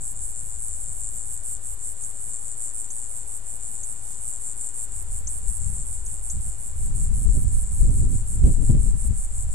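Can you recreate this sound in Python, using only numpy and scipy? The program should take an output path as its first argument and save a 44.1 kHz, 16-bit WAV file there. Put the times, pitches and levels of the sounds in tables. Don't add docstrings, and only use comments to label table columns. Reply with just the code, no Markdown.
import sys
import numpy as np
from scipy import signal
from scipy.fft import rfft, irfft, next_fast_len
from scipy.io import wavfile
from scipy.ndimage import uniform_filter1d

SR = 44100
rng = np.random.default_rng(int(sys.argv[2]) if len(sys.argv) > 2 else 0)


def file_out(sig):
    cols = np.atleast_2d(sig).T
    lim = np.clip(cols, -1, 1)
    pcm = np.round(lim * 32767).astype(np.int16)
    wavfile.write(sys.argv[1], SR, pcm)


N = 420713
FFT_SIZE = 2 * next_fast_len(N // 2 + SR // 2, True)


def from_db(db):
    return 10 ** (np.asarray(db) / 20)


def unit_rms(x):
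    return x / np.sqrt(np.mean(x ** 2) + 1e-20)


def in_time(curve):
    return np.interp(np.arange(N) / SR, *np.transpose(curve))


def at_bins(curve):
    hz, value = np.transpose(curve)
    bins = np.linspace(0, SR / 2, FFT_SIZE // 2 + 1)
    return np.interp(np.log(bins + 1), np.log(hz), value)


def filtered(x, response):
    return irfft(rfft(x, FFT_SIZE) * response)[..., :N]


def resonant(spectrum):
    cepstrum = irfft(np.log(from_db(at_bins(spectrum))))
    cepstrum[0] /= 2
    return np.exp(rfft(2 * cepstrum[:FFT_SIZE // 2], FFT_SIZE))


def drift(rate_hz):
    knots = rng.standard_normal(N // 20)
    return unit_rms(np.interp(np.arange(N) / SR * rate_hz, np.arange(len(knots)), knots))


def foliage(x, t60_s, sway_hz=1.787):
    t = np.arange(SR // 4) / SR
    echoes = rng.standard_normal((4, len(t))) * from_db(-60 * t / t60_s)
    echoes /= np.sqrt(np.sum(echoes ** 2, axis=1, keepdims=True))
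    spray = signal.oaconvolve(np.tile(x, (len(echoes), 1)), echoes, axes=1)[:, :N]
    sway = np.pi / 2 * drift(sway_hz)
    return np.cos(sway) * spray[:2] + np.sin(sway) * spray[2:]


def at_ports(x, phase, balance):
    lean = from_db(at_bins(balance) / 2)
    return filtered(x, np.array([lean, np.exp(-1j * at_bins(phase)) / lean]))


def syllables(starts, loud_share, steepness, stop_s, rest_db, end_s=9.62):
    t, edges = np.arange(N) / SR, np.append(starts, end_s)
    index = np.clip(np.searchsorted(edges, t) - 1, 0, len(starts) - 1)
    left_s = edges[index + 1] - t
    to_come = np.clip(left_s / np.diff(edges)[index], 0, 1)
    power = np.clip(left_s / stop_s, 0, 1) / (1 + (to_come / loud_share) ** steepness)
    return np.sqrt(power + from_db(rest_db) ** 2), to_come, index


def tymbals(ribs, cycle_hz, jitter_s, uneven_db):
    starts = np.flatnonzero(np.diff(np.floor(np.cumsum(cycle_hz) / SR)))
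    delay_s, level_db = np.transpose(ribs)
    timing, strength = rng.standard_normal((2, 1500, len(ribs)))[:, :len(starts)]
    onsets = np.clip(starts[:, None] + (delay_s + jitter_s * timing) * SR, 0, N - 1).astype(int)
    return np.bincount(onsets.ravel(), from_db(level_db + uneven_db * strength).ravel(), N)


# frequency_hz, gain_db
OVERTONE_SPECTRUM = [(7000, -33), (10000, 1.5), (10600, 4), (11300, 0), (12300, -5.5), (13000, -11),
                     (14000, -25)]


def overtone(clicks, centre_hz, width_hz=1100, band_hz=800):
    ring = np.zeros(N)
    for hz in np.linspace(9500, 14000, 10):
        band = signal.lfilter(*signal.iirpeak(hz, hz / band_hz, fs=SR), clicks)
        ring += band / (1 + ((centre_hz - hz) / width_hz) ** 2)
    return unit_rms(filtered(ring, from_db(at_bins(OVERTONE_SPECTRUM))))


# start_s, level_db, overtone_db
NEAR_SONG = [(-0.05, -33.2, -51.7), (0.132, -32.6, -51.0), (0.324, -34.6, -53.0), (0.509, -32.1, -52.8),
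             (0.694, -33.7, -55.7), (0.845, -34.0, -52.7), (1.019, -36.5, -53.6), (1.183, -32.7, -52.0),
             (1.357, -32.4, -51.2), (1.543, -35.6, -54.8), (1.749, -32.4, -52.4), (1.936, -32.2, -54.2),
             (2.12, -33.0, -53.6), (2.316, -35.9, -57.8), (2.5, -32.5, -54.2), (2.673, -31.5, -52.4),
             (2.829, -32.5, -54.6), (3.009, -33.9, -55.1), (3.194, -33.4, -53.6), (3.382, -34.7, -55.0),
             (3.577, -34.8, -54.4), (3.759, -32.0, -52.5), (3.938, -36.2, -55.2), (4.132, -33.2, -53.8),
             (4.319, -34.8, -54.4), (4.488, -34.3, -53.9), (4.67, -33.1, -52.7), (4.853, -35.3, -54.7),
             (5.037, -34.8, -54.6), (5.21, -31.8, -51.3), (5.397, -30.5, -51.0), (5.586, -34.5, -55.2),
             (5.776, -33.7, -53.4), (5.97, -34.2, -54.6), (6.158, -32.2, -53.6), (6.333, -34.5, -54.7),
             (6.506, -35.4, -56.1), (6.691, -34.6, -53.6), (6.871, -34.0, -55.0), (7.054, -32.5, -52.4),
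             (7.254, -33.0, -53.4), (7.443, -32.5, -52.3), (7.639, -32.8, -53.5), (7.824, -35.2, -55.3),
             (8.012, -36.0, -56.7), (8.193, -34.2, -55.2), (8.367, -34.5, -54.8), (8.541, -38.7, -56.5),
             (8.725, -36.8, -57.7), (8.899, -34.3, -54.8), (9.086, -34.9, -55.6), (9.26, -35.8, -54.8),
             (9.445, -35.0, -57.9)]
# delay_s, level_db
NEAR_RIB_CLICKS = [(0, -11.5), (.00105, -14), (.0023, -15.5), (.00335, -11.5)]
# frequency_hz, gain_db
NEAR_ABDOMEN = [(4000, -50.5), (5500, -28.5), (6400, -19.5), (7000, -14), (7450, -2.5), (7800, -4),
                (8120, 3.5), (8370, 7), (8750, -1), (9200, 5), (9650, 1), (10000, -2), (10700, -12),
                (11800, -26), (13200, -28.5), (15000, -46.5)]
# frequency_hz, lead_rad
NEAR_LEAD = [(5000, 2), (7000, 0.1), (7300, 0.5), (7800, -1.45), (8400, -2.0), (8900, -2.5), (9600, -3.5),
             (10200, -2.5), (10800, -5.5), (11500, -5.5), (15000, -5.5)]
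# frequency_hz, left_over_right_db
NEAR_LEAN = [(7000, 2), (7600, .3), (8000, -1.5), (9300, -3.5), (10000, 1), (11200, -2.5)]


def near_cicada(swell_db=0.5, ring_growth_db=10.5, waver_db=0.82):
    starts, level_db, overtone_db = np.transpose(NEAR_SONG)
    gain, to_come, index = syllables(starts, loud_share=0.57, steepness=23, stop_s=0.01, rest_db=-28)
    gain *= from_db(waver_db * drift(28))
    cycle_hz = 111 + 8 * to_come + 2.8 * drift(15)
    clicks = tymbals(NEAR_RIB_CLICKS, cycle_hz, jitter_s=.00005, uneven_db=0.9)
    body = gain * unit_rms(filtered(clicks, resonant(NEAR_ABDOMEN)))
    body *= from_db(level_db[index] - 1.17 + swell_db * (.5 - to_come))
    ring = gain * overtone(clicks, centre_hz=12000 - 3600 * to_come)
    ring *= from_db(overtone_db[index] + 2 - ring_growth_db * to_come)
    scattered = from_db(-11.5) * foliage(body, t60_s=0.027) + from_db(1) * foliage(ring, t60_s=0.061)
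    return at_ports(body + ring, NEAR_LEAD, NEAR_LEAN) + scattered


# start_s, level_db
FAR_SONG = [(-.05, -36), (.11, -35.5), (.27, -36), (.435, -37.5), (.605, -34.5), (.78, -36), (.945, -33.5),
            (1.105, -34), (1.26, -36.5), (1.415, -36.5), (1.585, -39.5), (1.76, -36), (1.92, -38.5),
            (2.085, -39.5), (2.25, -34.5), (2.405, -35.5), (2.56, -33.5), (2.725, -37), (2.895, -36.5),
            (3.085, -38), (3.255, -39), (3.405, -40), (3.57, -35), (3.695, -36), (3.845, -41),
            (4.02, -38.5), (4.21, -35), (4.39, -33.5), (4.54, -35), (4.715, -36.5), (4.865, -39),
            (5.025, -41), (5.215, -43), (5.375, -39.5), (5.535, -36.5), (5.705, -36), (5.855, -37.5),
            (6.025, -40), (6.22, -39), (6.395, -38.5), (6.565, -43), (6.755, -42), (6.92, -38.5),
            (7.095, -44), (7.23, -38), (7.39, -41), (7.565, -41), (7.735, -39.5), (7.905, -37.5),
            (8.075, -38.5), (8.235, -40.5), (8.415, -40.5), (8.59, -38), (8.745, -40), (8.935, -41.5),
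            (9.105, -39.5), (9.275, -38.5), (9.455, -41)]
# delay_s, level_db
FAR_RIB_CLICKS = [(0, -8.5), (.00105, -9.5), (.0021, -6), (.00315, -8.5), (.0042, -7)]
# frequency_hz, gain_db
FAR_ABDOMEN = [(4000, -35.5), (5700, -25), (6300, -14), (6700, -9.5), (7000, 0.5), (7400, 7), (7800, 6),
               (8300, 6.5), (8730, -0.5), (9200, 2.5), (9600, -3.5), (10000, -9), (10400, -8), (11200, -16),
               (12500, -23), (15000, -51)]
# frequency_hz, lead_rad
FAR_LEAD = [(6000, 2.44), (7000, 1.04), (8000, 0.6), (9300, 0.2), (10200, -2), (11500, -2.5), (15000, -5)]
# frequency_hz, left_over_right_db
FAR_LEAN = [(7000, 5.8), (7700, 2.1), (8200, 1.3), (9200, 1.3), (10200, 2.2)]


def far_cicada(scatter_db=-7.5):
    starts, level_db = np.transpose(FAR_SONG)
    gain, to_come, index = syllables(starts, loud_share=0.64, steepness=9.2, stop_s=0.039, rest_db=-13)
    cycle_hz = 113 + 6 * to_come + 3.5 * drift(11)
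    clicks = tymbals(FAR_RIB_CLICKS, cycle_hz, jitter_s=.00006, uneven_db=2.96)
    song = gain * from_db(level_db[index]) * unit_rms(filtered(clicks, resonant(FAR_ABDOMEN)))
    return at_ports(song, FAR_LEAD, FAR_LEAN) + from_db(scatter_db) * foliage(song, t60_s=0.041)


def chorus(level_db=-43.5):
    sizzle = filtered(rng.standard_normal((2, N)), from_db(at_bins(FAR_ABDOMEN)))
    return from_db(level_db) * unit_rms(sizzle)


# frequency_hz, density_db
RUSH_SPECTRUM = [(60, -2.5), (200, 3.5), (450, 0.5), (820, 0.76), (1100, -3), (2000, -7), (3200, -10.5),
                 (5000, -11.5), (9000, -6.5), (15000, -22.5)]
# frequency_hz, correlation
RUSH_CORRELATION = [(60, 1), (600, 0.63), (1400, 0.54), (3000, 0.082), (5000, -0.12), (15000, 0.63)]
# time_s, gain_db
RUSH_GAIN = [(0, -0.7), (4.6, 0.7), (6, -0.04), (9.5, 0)]


def distant_rush(level_db=-54.0):
    alike = np.clip(at_bins(RUSH_CORRELATION), -1, 1)
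    response = from_db(at_bins(RUSH_SPECTRUM)) * np.sqrt([1 + alike, 1 - alike])
    mid, side = filtered(rng.standard_normal((2, N)), response)
    rush = unit_rms(np.array([mid + side, mid - side]) * from_db([[-.5], [.5]]))
    return from_db(level_db + in_time(RUSH_GAIN)) * rush


# time_s, rumble_db
BREEZE_LEVEL = [(0, -45), (.9, -38.5), (1.72, -45.5), (1.95, -45), (2.9, -49.5), (3.1, -47), (4.1, -46.5),
                (4.75, -48), (5.0, -35.5), (6.1, -34.5), (6.66, -38.5), (6.82, -25.5), (7.4, -26.5),
                (8.9, -32.5), (9.5, -26.5)]
# middle_s, length_s, rumble_db, flutter_db, left_over_right_db
WIND_GUSTS = [(0.205, 0.4, -40.5, -53.5, -2), (1.718, 0.029, -36, -65, -3), (3.077, 0.048, -41.5, -58, 2),
              (3.703, 0.77, -51, -60, 2), (5.21, 0.21, -33.5, -65, -8), (5.49, 0.047, -32, -56, 15),
              (5.656, 0.093, -26.5, -54, 15), (5.734, 0.12, -33, -41, 11), (6.376, 0.056, -27.5, -40.5, -1),
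              (6.468, 0.043, -29.5, -43, -6), (6.94, 0.12, -32.5, -39, 19), (7.213, 0.32, -23, -36.5, 4.5),
              (7.285, 0.028, -18, -28.5, 20), (7.365, 0.028, -21, -25.5, -8), (7.453, 0.035, -18, -33, -1),
              (7.521, 0.14, -23, -38.5, -4), (7.833, 0.052, -14.5, -29.5, 6),
              (7.996, 0.26, -19.5, -30, -3.5), (8.154, 0.025, -24, -34, 0), (8.529, 0.029, -19.5, -35, -1),
              (8.454, 0.092, -17, -25, -5.5), (8.469, 0.014, -18, -27, -18),
              (8.586, 0.27, -24.5, -36.5, 13), (8.709, 0.13, -19, -27, 0), (8.706, 0.021, -16.5, -24, -7),
              (8.85, 0.15, -19.5, -36, 4), (8.944, 0.041, -27, -30.5, 9), (9.098, 0.086, -20.5, -34.5, 7),
              (9.114, 0.024, -21, -28.5, 17)]


def airflow(calm_rumble_db=-43.5, calm_flutter_db=-56, flutter_slope=0.27):
    t, breeze_db = np.arange(N) / SR, in_time(BREEZE_LEVEL)
    rumble = from_db(breeze_db) ** 2
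    flutter = from_db(calm_flutter_db + flutter_slope * (breeze_db - calm_rumble_db)) ** 2
    lean = np.zeros(N)
    for middle_s, length_s, rumble_db, flutter_db, side_db in WIND_GUSTS:
        bell = .5 ** np.minimum((2 * (t - middle_s) / length_s) ** 2, 60)
        push = from_db(rumble_db) ** 2 * bell
        rumble += push
        lean += side_db * push
        flutter += from_db(flutter_db) ** 2 * bell
    return 10 * np.log10(rumble), 10 * np.log10(flutter), lean / rumble


def eddies(spectrum, even_s):
    noise = filtered(rng.standard_normal((2, N)), from_db(at_bins(spectrum)))
    power, window = np.mean(noise ** 2, axis=0), int(even_s * SR)
    return noise / np.sqrt(uniform_filter1d(uniform_filter1d(power, window), window))


# frequency_hz, density_db
RUMBLE_SPECTRUM = [(10, -12.5), (22, 5.5), (42, -0.5), (62, -4.5), (85, -7), (120, -20.5), (180, -29.5),
                   (300, -57), (600, -76)]
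# frequency_hz, density_db
FLUTTER_SPECTRUM = [(45, -25), (80, -15.5), (110, 3), (160, -6), (220, -11), (320, -20), (480, -29.5),
                    (800, -46.5), (1600, -61), (4000, -62), (8000, -86)]


def wind(rumble_gain_db=3.0, lumpy_db=4.5, sharpen=0.58):
    rumble_db, flutter_db, side_db = airflow()
    flutter = eddies(FLUTTER_SPECTRUM, even_s=0.039)
    flutter *= from_db(lumpy_db * np.array([drift(60), drift(60)]))
    fine = filtered(flutter, from_db(at_bins([(120, -27), (260, -2.5)])))
    flutter += fine * (from_db(sharpen * (flutter_db + 32)) - 1)
    rumble = from_db(rumble_db + rumble_gain_db) * eddies(RUMBLE_SPECTRUM, even_s=0.17)
    pan = from_db(np.array([side_db, -side_db]) / 2) / np.sqrt(np.cosh(side_db * np.log(10) / 20))
    return pan * (rumble + from_db(flutter_db) * flutter)


# start_s, level_db
GRASS_TICKS = [(1.430, -51), (1.567, -47), (7.905, -49), (8.441, -46), (8.461, -52)]


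def ticks_and_rattle(gain_db=19.5, rattle_start_s=4.004, rattle_step_s=.0174, growth_db=1.2):
    rattle = [(rattle_start_s + k * rattle_step_s, -54.5 + k * growth_db) for k in range(9)]
    start_s, level_db = np.transpose(GRASS_TICKS + rattle)
    clicks = np.bincount((start_s * SR).astype(int), from_db(level_db + gain_db), N)
    ring = resonant([(1500, -25), (4300, -10), (5300, -2), (6400, 10), (8000, -1), (14000, -23)])
    ticks = filtered(clicks, ring)
    return ticks + from_db(5) * foliage(ticks, t60_s=0.032)


# start_s, level_db, decay_s, start_pitch_hz
BIRD_CHIPS = [(2.034, -31, .014, 5650), (2.902, -31, .026, 5750), (3.831, -29, .03, 5750),
              (5.2695, -25, .02, 5450), (6.062, -32, .007, 5550), (6.298, -27, .022, 5450)]


def bird(knee_hz=6640, top_hz=8400, leap_s=.0033, climb_s=.024, attack_s=.004, rough_hz=150):
    t, chips = np.arange(SR // 10) / SR, np.zeros(N)
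    roughness_hz = rough_hz * drift(1100)
    rise = np.sin(np.pi / 2 * np.minimum(t / attack_s, 1)) ** 2
    for start_s, level_db, decay_s, start_hz in BIRD_CHIPS:
        span = slice(round(start_s * SR), round(start_s * SR) + len(t))
        pitch_hz = top_hz - (top_hz - knee_hz) * np.exp(-t / climb_s)
        pitch_hz -= (knee_hz - start_hz) * np.exp(-t / leap_s)
        whistle = np.sin(2 * np.pi * np.cumsum(pitch_hz + roughness_hz[span]) / SR)
        fade = np.exp(-np.maximum(t - attack_s, 0) / decay_s)
        chips[span] += from_db(level_db) * whistle * rise * fade
    return chips * from_db([[0], [-3]]) + from_db(-4) * foliage(chips, t60_s=0.098)


# middle_s, half_width_s, level_db, left_over_right_db
LARGE_EDDIES = [(5.49, 0.0069, -19.5, 12), (7.374, 0.0062, -11.5, -3), (8.448, 0.0041, -2.5, -6),
                (9.11, 0.0029, -18, 10)]


def buffets():
    pressure = np.zeros((2, N))
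    for middle_s, half_width_s, level_db, side_db in LARGE_EDDIES:
        passage = np.clip((np.arange(N) / SR - middle_s) / half_width_s, -10, 10)
        pulse = passage * np.exp((1 - passage ** 2) / 2)
        pressure += from_db(level_db + side_db * np.array([[.5], [-.5]])) * pulse
    return pressure


def scene():
    cicadas = near_cicada() + far_cicada() + chorus()
    return cicadas + distant_rush() + wind() + ticks_and_rattle() + bird() + buffets()


INPUT_BIAS = [
    [-.0473],
    [-.0237],
]


def record(dry, cutoff_hz=14900):
    rounded = np.tanh(dry) + INPUT_BIAS
    return signal.sosfilt(signal.ellip(10, .1, 80, cutoff_hz, fs=SR, output="sos"), rounded)


dry = scene()
out = record(dry)
file_out(out)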